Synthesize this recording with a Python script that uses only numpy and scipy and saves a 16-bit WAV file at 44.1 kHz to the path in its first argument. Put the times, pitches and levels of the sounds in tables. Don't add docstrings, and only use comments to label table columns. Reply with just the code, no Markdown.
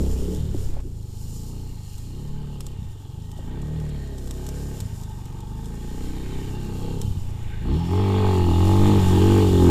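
import sys
import numpy as np
from scipy import signal
from scipy.io import wavfile
from scipy.ndimage import uniform_filter1d

SR = 44100
rng = np.random.default_rng(int(sys.argv[2]) if len(sys.argv) > 2 else 0)


def transcribe(signal):
    frames = np.atleast_2d(signal).T
    limited = np.clip(frames, -1, 1)
    pcm = np.round(limited * 32767).astype(np.int16)
    wavfile.write(sys.argv[1], SR, pcm)


N = 427769
FIRING_PHASE = .56

# (frequency [Hz], bandwidth [Hz], gain [dB])
PIPE_MODES = [(100, 68.6, 2.5), (206, 94, -0.5), (247.7, 54.3, 0.5), (369.5, 26, -5), (424.3, 49.4, -5.5)]
# (time [s], exhaust level [dB], throttle shut [0-1], upper harmonics' gain [dB])
RIDE = [(0, -23.5, 0.14, 8.5), (0.15, -25, 0.16, 1), (0.33, -35.5, 0.02, 19), (0.4, -23, 0.81, -3.5),
        (0.8, -30.5, 0.36, -4.5), (1.1, -34, 0.9, 2), (1.3, -33, 0.59, 2), (1.7, -32, 0.49, -2),
        (1.85, -36.5, 1, 2), (2.1, -32.5, 0.42, -2.4), (2.4, -32.5, 0.56, -2.5), (2.72, -33.1, 0.32, -3.5),
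        (2.8, -35, 1.0, -3.5), (3.05, -35.7, 0.97, 6), (3.35, -35, 0.82, 0.8), (3.5, -31.5, 0.27, 3),
        (3.8, -27.1, 0.54, -6), (4.1, -32, 0.1, -1.4), (4.7, -30.5, 0.19, 0.5), (4.82, -34.5, 0.83, 1.8),
        (5.25, -32.5, 0.6, 4.5), (5.6, -34, 0.37, 5.5), (6.1, -32.5, 0.1, 4.5), (6.5, -30, 0.45, 2.5),
        (6.97, -29.5, 0.55, 5), (7.07, -36, 0.9, 5.5), (7.3, -31.6, 0.97, -3.5), (7.6, -31.5, 0.58, 2),
        (7.7, -22.5, 0, 3.5), (7.76, -22, 0.1, 2.5), (7.8, -22.5, 0.73, -10.5), (7.88, -25, 0.66, -6),
        (7.92, -24.5, 0.25, 0), (8.3, -23, 0.35, 2.1), (8.55, -22.5, 0.12, 0.1), (8.9, -18.5, 0.49, 2),
        (8.98, -18.5, 0.44, 0), (9.03, -19, 0.59, -6.5), (9.2, -19.0, 0.42, 4.5), (9.38, -20.5, 0.29, 6),
        (9.5, -20, 0.46, 2.5), (9.7, -15.5, 0.4, 5.0)]
# (time [s], level [dB])
WIND_LEVELS = [(0, -24), (.8, -30), (.82, -43), (1.2, -43), (2.4, -39), (4.7, -35), (5.55, -51), (6, -31.5),
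               (7, -28), (7.55, -31), (7.75, -41), (8.2, -30), (9, -24), (9.6, -31)]


def amp(db):
    return 10 ** (np.asarray(db) / 20)


def unit_rms(x):
    return x / np.sqrt(np.mean(x ** 2) + 1e-20)


def curves(rows):
    times, *columns = np.transpose(rows)
    return [np.interp(np.arange(N) / SR, times, column) for column in columns]


def drift(rate_hz):
    hop = 40
    pole = np.exp(-2 * np.pi * hop * rate_hz / SR)
    slow = signal.lfilter([1], [1, -2 * pole, pole ** 2], rng.standard_normal(N // hop + 2002))[2000:]
    return np.interp(np.arange(N) / hop, np.arange(len(slow)), unit_rms(slow))


def resonate(x, modes):
    out = 0
    for k, (hz, width, db) in enumerate(modes):
        r = np.exp(-np.pi * width / SR)
        b = (1 - r * r) / 2 * np.array([1, 0, -1])
        a = [1, -2 * r * np.cos(2 * np.pi * hz / SR), r * r]
        out = out + (-1) ** k * amp(db) * signal.lfilter(b, a, x + 1e-18)
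    return out


def band(x, low_hz, high_hz, order=2):
    return signal.sosfilt(signal.butter(order, [low_hz, high_hz], "band", fs=SR, output="sos"), x)


def puff(cycles, decay, floor):
    return floor + np.exp(-(cycles % 1) / decay)


def wind():
    level_db, = curves(WIND_LEVELS)
    buffeting = band(rng.standard_normal(N + SR), 5.1, 16.1)[SR:]
    rumble = .053 * band(rng.standard_normal(N), 68, 139, order=1)
    return amp(level_db) * unit_rms((buffeting + rumble) * amp(3.6 * drift(.55)))


def grass():
    # (frequency [Hz], bandwidth [Hz], gain [dB])
    colour = [(5230, 1170, -4), (7080, 415, 2.5), (8180, 1400, -4.5), (12100, 2200, -8), (16000, 2500, -10)]
    # (time [s], level [dB])
    levels = [(0, -47), (.35, -48), (.5, -54.5), (.62, -49), (.8, -61), (1.1, -56.5), (1.35, -48),
              (1.65, -55.5), (2.05, -53.5), (2.42, -60.5), (3.6, -59.5), (4.2, -55.5), (4.6, -49),
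              (5.4, -58.5), (5.94, -52.5), (7, -52), (7.62, -60), (7.94, -52.5), (8.4, -48), (9.15, -40.5),
              (9.7, -44.5)]
    level_db, = curves(levels)
    onsets = rng.random(N) < 1500 / SR
    ticks = onsets * amp(3.2 * np.minimum(rng.exponential(1, N), 5)) * rng.standard_normal(N)
    rustle = (rng.standard_normal(N) + .5 * unit_rms(ticks)) * amp(1.14 * drift(7.2))
    return amp(level_db) * unit_rms(band(resonate(rustle, colour), 2800, 17000))


def stalk_snaps():
    # (time [s], relative level [dB], time to decay by 60 dB [s])
    snaps = [(0.7377, -41, 0.03), (0.8046, -43, 0.018), (1.9804, -34, 0.071), (2.606, -22.5, 0.024),
             (2.6653, -25.5, 0.023), (3.3156, -34, 0.031), (3.3744, -39, 0.04), (3.6174, -37, 0.04),
             (3.7998, -36, 0.044), (3.8915, -36, 0.04), (4.181, -32, 0.054), (4.2727, -33, 0.049),
             (4.3091, -22.5, 0.025), (4.4654, -28, 0.046), (4.488, -25, 0.04), (4.803, -23, 0.054),
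             (5.0345, -34.5, 0.046), (5.255, -35, 0.04), (5.404, -35.5, 0.044), (5.6566, -33, 0.04),
             (7.015, -21.5, 0.028), (7.5687, -56, 0.04), (7.6066, -57.5, 0.04), (8.3774, -37, 0.04)]
    # (frequency [Hz], bandwidth [Hz], gain [dB])
    modes = [(1000, 410, -7.5), (3560, 750, -3.5), (5500, 770, -2.5), (7740, 1100, 0), (12800, 2100, -9.5)]
    envelope, t = np.zeros(N), np.arange(4000) / SR
    for time, db, t60 in snaps:
        start = round(time * SR)
        decay = amp(-60 * t / t60) + .71 * amp(-60 * t / .025)
        envelope[start:start + len(t)] += amp(db) * decay * np.minimum(t / .00017, 1)
    return amp(-4.5) * resonate(envelope * rng.standard_normal(N), modes)


def dull_knocks():
    # (time [s], relative level [dB], upper modes against lower [dB])
    knocks = [(0.283, -25.5, -14), (0.544, -25, -4), (0.692, -35, -13), (0.767, -46.5, 19),
              (0.849, -34.5, -26), (3.388, -39.5, 8)]
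    low, high = np.zeros((2, N))
    for time, db, upper_db in knocks:
        low[round(time * SR)] = amp(db)
        high[round(time * SR)] = amp(db + upper_db)
    ringing = resonate(low, [(283, 20, .14), (368, 31, -.97)])
    ringing += resonate(high, [(537, 34, -7.5), (820, 180, -10)])
    soft_pulse = np.hanning(round(.0017 * SR))
    return amp(20) * np.convolve(ringing, soft_pulse)[:N]


def firing_rate():
    # (time [s], firing rate [Hz])
    speeds = [(0.0, 35.6), (0.12, 31.3), (0.2, 32.0), (0.38, 39.2), (0.7, 30.5), (0.85, 30.5), (1.1, 23.7),
              (1.5, 30.3), (1.7, 30.8), (1.8, 25.8), (1.92, 24.0), (2.0, 27.16), (2.2, 34.93), (2.4, 36.59),
              (2.7, 33.71), (2.8, 30.0), (2.9, 23.6), (3.02, 19.4), (3.1, 21.6), (3.2, 27.4), (3.28, 28.1),
              (3.4, 25.22), (3.6, 35.47), (3.75, 39.61), (4.0, 34.92), (4.3, 31.83), (4.5, 34.52),
              (4.68, 35.37), (4.8, 32.78), (4.9, 26.6), (5.0, 26.7), (5.25, 23.01), (5.4, 23.32),
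              (5.7, 27.78), (6.0, 31.13), (6.4, 32.69), (6.8, 32.18), (7.0, 33.29), (7.2, 30.3),
              (7.35, 28.49), (7.62, 25.8), (7.7, 33.0), (7.8, 42.4), (7.9, 43.51), (8.02, 48.95),
              (8.2, 48.34), (8.4, 44.91), (8.52, 41.59), (8.7, 47.34), (8.9, 50.77), (8.95, 49.69),
              (9.0, 46.65), (9.1, 45.43), (9.2, 45.78), (9.3, 48.89), (9.38, 48.61), (9.55, 44.82),
              (9.7, 42.92)]
    return curves(speeds)[0]


def throttle_shut():
    return curves(RIDE)[1]


def coasting():
    return np.interp(throttle_shut(), [.3, .7], [0, 1])


def thin_rings():
    # (time [s], duration [s], frequency [Hz], bandwidth [Hz], level [dB])
    rings = [(.9, 1.6, 4250, 230, -62.5), (3.195, 1.2, 1875, 46, -62.5), (3.298, 1.9, 625, 60, -55.5),
             (4.85, 0.89, 893.6, 10, -51), (6.3, 0.9, 2770, 27, -59), (7.68, .5, 5350, 120, -56),
             (7.9, 0.83, 3230, 36, -54)]
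    out, t = 0, np.arange(N) / SR
    for start, duration, hz, width, db in rings:
        progress = np.clip((t - start) / duration, 0, 1)
        swell = np.sqrt(np.sin(np.pi * progress).clip(0))
        out = out + amp(db) * swell * unit_rms(resonate(rng.standard_normal(N), [(hz, width, 0)]))
    return out


def clatter(cycles, modes, low_hz, high_hz):
    ticks = rng.standard_normal(N) * puff(2 * cycles, decay=.1, floor=1) * amp(1.2 * drift(20))
    ringing = sum((-1) ** k * amp(2.04 * drift(1.6)) * resonate(ticks, [mode])
                  for k, mode in enumerate(modes))
    return unit_rms(band(ringing, low_hz, high_hz))


def ringing_metal(cycles, strength):
    # (frequency [Hz], bandwidth [Hz], gain [dB])
    modes = [(658, 113, 6), (750, 40, 12.5), (849.3, 28, 21), (960, 10, 14.5), (1057, 16, 11),
             (1273, 140, 6)]
    # (frequency [Hz], bandwidth [Hz], gain [dB])
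    bark_mode = [(950, 350, 1)]
    # (frequency [Hz], bandwidth [Hz], gain [dB])
    whine_mode = [(880, 25, 11)]
    rate = firing_rate()
    pull = (1 - coasting()) * (rate - 18) / (52 - 18)
    bite = np.clip(.1 + pull, 0, .88)
    blows = np.diff(np.floor(cycles - FIRING_PHASE), prepend=0).clip(0) * strength
    blows /= np.sqrt(rate / SR)
    rattle = unit_rms(rng.standard_normal(N) * puff(cycles - FIRING_PHASE, decay=.98, floor=1))
    ringing = resonate(np.sqrt(bite) * blows + np.sqrt(1 - bite) * rattle, modes)
    bark = resonate(bite * blows, bark_mode)
    whine = resonate(coasting() * rattle, whine_mode)
    return unit_rms(band(ringing + bark + whine, 530, 1520))


def engine_body(cycles, strength):
    # (time [s], metal level [dB], case level [dB], valve gear level [dB])
    levels = [(0, -53, -77, -54), (.4, -56.5, -62, -55.5), (.55, -67, -62, -58), (.7, -64, -71, -56.5),
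              (.8, -49, -63, -63), (.815, -68, -75, -65), (1.5, -56, -68, -60), (2, -61, -67, -61),
              (2.3, -55.5, -66, -59), (2.65, -56, -69, -57), (2.8, -58.5, -67, -62.5),
              (3.3, -58.5, -74, -62.5), (3.5, -51, -60, -57.5), (4.2, -56.5, -58, -58.5),
              (4.5, -52, -55, -56.5), (4.77, -52.5, -57.5, -56), (4.85, -56, -59.5, -59.5),
              (5.4, -52, -65, -61), (5.7, -52.5, -61.5, -59.5), (6.35, -48.5, -52.5, -54),
              (6.95, -48, -59, -53.5), (7.07, -54, -70.5, -54.5), (7.62, -53.5, -48, -58),
              (7.69, -40.5, -50.5, -51), (7.87, -44, -52.5, -48), (7.94, -35.5, -47, -44.5),
              (8.3, -30.5, -44.5, -42), (8.45, -35, -50.5, -45.5), (8.88, -29.5, -44.5, -40.5),
              (9.05, -34.5, -44.5, -40.5), (9.38, -30.5, -42, -37.5), (9.53, -35.5, -46, -41.5),
              (9.7, -30.5, -43, -41)]
    # (frequency [Hz], bandwidth [Hz], gain [dB])
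    case_modes = [(1558, 77, 3.5), (1831, 58, 3), (2280, 560, -3.5)]
    # (frequency [Hz], bandwidth [Hz], gain [dB])
    valve_modes = [(2460, 40, 4.5), (2812, 136, 8.5), (3078, 86, 8.5), (3303, 123, 6.5), (3593, 204, 7),
                   (4210, 540, 3), (4700, 110, 3)]
    metal_db, case_db, valve_db = curves(levels)
    cases = amp(case_db) * clatter(cycles, case_modes, 1330, 3100)
    metal = amp(metal_db) * ringing_metal(cycles, strength)
    valves = amp(valve_db) * clatter(cycles, valve_modes, 2510, 4570)
    return cases + metal + valves


def pipe_pops():
    # (time [s], relative level [dB])
    pops = [(2.788, -18.5), (2.82, -18), (2.85, -27), (4.819, -20), (4.853, -19.5), (4.926, -21.5),
            (7.046, -16), (7.077, -14), (7.106, -16.5), (7.17, -16.5)]
    impulses = np.zeros(N)
    for time, db in pops:
        impulses[round(time * SR)] = amp(db)
    pressure = np.convolve(impulses, np.hanning(round(.0065 * SR)))[:N]
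    return amp(1) * (band(pressure, 30, 600, order=1) + resonate(pressure, [(100, 40, -7)]))


def gas_roar(cycles):
    shut = throttle_shut()
    wind_db, = curves(WIND_LEVELS)
    level_db = curves(RIDE)[0] - 18 + 9 * shut
    level_db += .42 * (wind_db - wind_db.mean())
    flow = rng.standard_normal(N) * puff(cycles - FIRING_PHASE, decay=.35, floor=.73)
    roar = resonate(flow, PIPE_MODES + [(44.3, 7.5, 3.8)])
    return amp(level_db) * unit_rms(band(roar, 33, 153) + amp(-9 * shut) * band(roar, 156, 490))


def pipe_response(hz):
    return sum((-1) ** k * amp(db) / (1 + 1j * (hz - centre ** 2 / hz) / width)
               for k, (centre, width, db) in enumerate(PIPE_MODES))


def harmonic_levels():
    # (firing rate [Hz], relative level of each of the seven groups [dB])
    spectra = [(21.0, -10, 0, -30, -11.5, -14, -15.5, -16.5), (25.7, -3.5, 7, -19.5, -5, -13.5, -12.5, -18),
               (30.0, -1, 0.5, -15, -9.5, -13.5, -11.5, -15.5),
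               (33.44, -3.5, -1.5, -13, -9, -13.5, -12.5, -11),
               (36.0, -4, 2, -18.5, -4.5, -9.5, -13.0, -14), (41.8, -14, 4.5, -15, -2.5, -22, -9, -10),
               (41.7, -12, 6, -20, -6.0, -9, -5.5, -19), (46.6, -20, 9.5, -18, -6.5, -15, -3.5, -19),
               (51.6, -18, 7.5, -17.5, -3, -7.5, -6.5, -24)]
    shut_gains = [-3.5, -18, 16, 3, 5, -6, -5.5]
    rear_gains = [-1, 3.5, 0, -6.5, -2.5, -5.2, -4.5]
    behind = np.arange(N) < .83 * SR
    rates, *groups = np.transpose(spectra)
    level_db, shut, upper_db = curves(RIDE)
    levels = []
    for open_db, shut_db, rear_db in zip(groups, shut_gains, rear_gains):
        voice_db = np.interp(firing_rate(), rates, open_db) + shut_db * shut
        levels.append(level_db + voice_db + uniform_filter1d(rear_db * behind, size=2000))
    return levels[:4] + [db + upper_db for db in levels[4:]]


def exhaust(cycles, strength):
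    rate, levels = firing_rate(), harmonic_levels()
    out = 0
    lags = [-.25, 0, .25 + .2 * coasting(), 0]
    for k, (db, lag) in enumerate(zip(levels[:4], lags), start=1):
        out = out + amp(db) * np.cos(2 * np.pi * (k * cycles - lag))
    for harmonics, group_db in zip((range(5, 7), range(7, 10), range(10, 23)), levels[4:]):
        waves, power = 0, 1e-12
        for k in harmonics:
            response = pipe_response(k * rate) / (1 + (k * rate / 470) ** 6)
            even_db = 2.5 * (k % 2 == 0)
            size = np.abs(response) * amp(even_db + 4 * drift(3.17))
            phase = np.angle(response) + .65 * drift(3)
            waves = waves - size * np.cos(2 * np.pi * k * (cycles - FIRING_PHASE) + phase)
            power = power + size ** 2
        out = out + strength * amp(group_db + .66) * waves / np.sqrt(power)
    return out * np.sqrt(2)


def scene():
    cycles = .34 + np.cumsum(firing_rate()) / SR
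    burns = amp(.9 * rng.standard_normal(1000))
    strength = uniform_filter1d(burns[cycles.astype(int)], size=200)
    bike = exhaust(cycles, strength) + gas_roar(cycles) + pipe_pops() + engine_body(cycles, strength)
    return (bike + grass() + stalk_snaps() + dull_knocks() + thin_rings() + wind())[None]


def record(dry):
    return signal.sosfilt(signal.cheby2(14, 70, 15950, fs=SR, output="sos"), dry)


dry = scene()
out = record(dry)
transcribe(out)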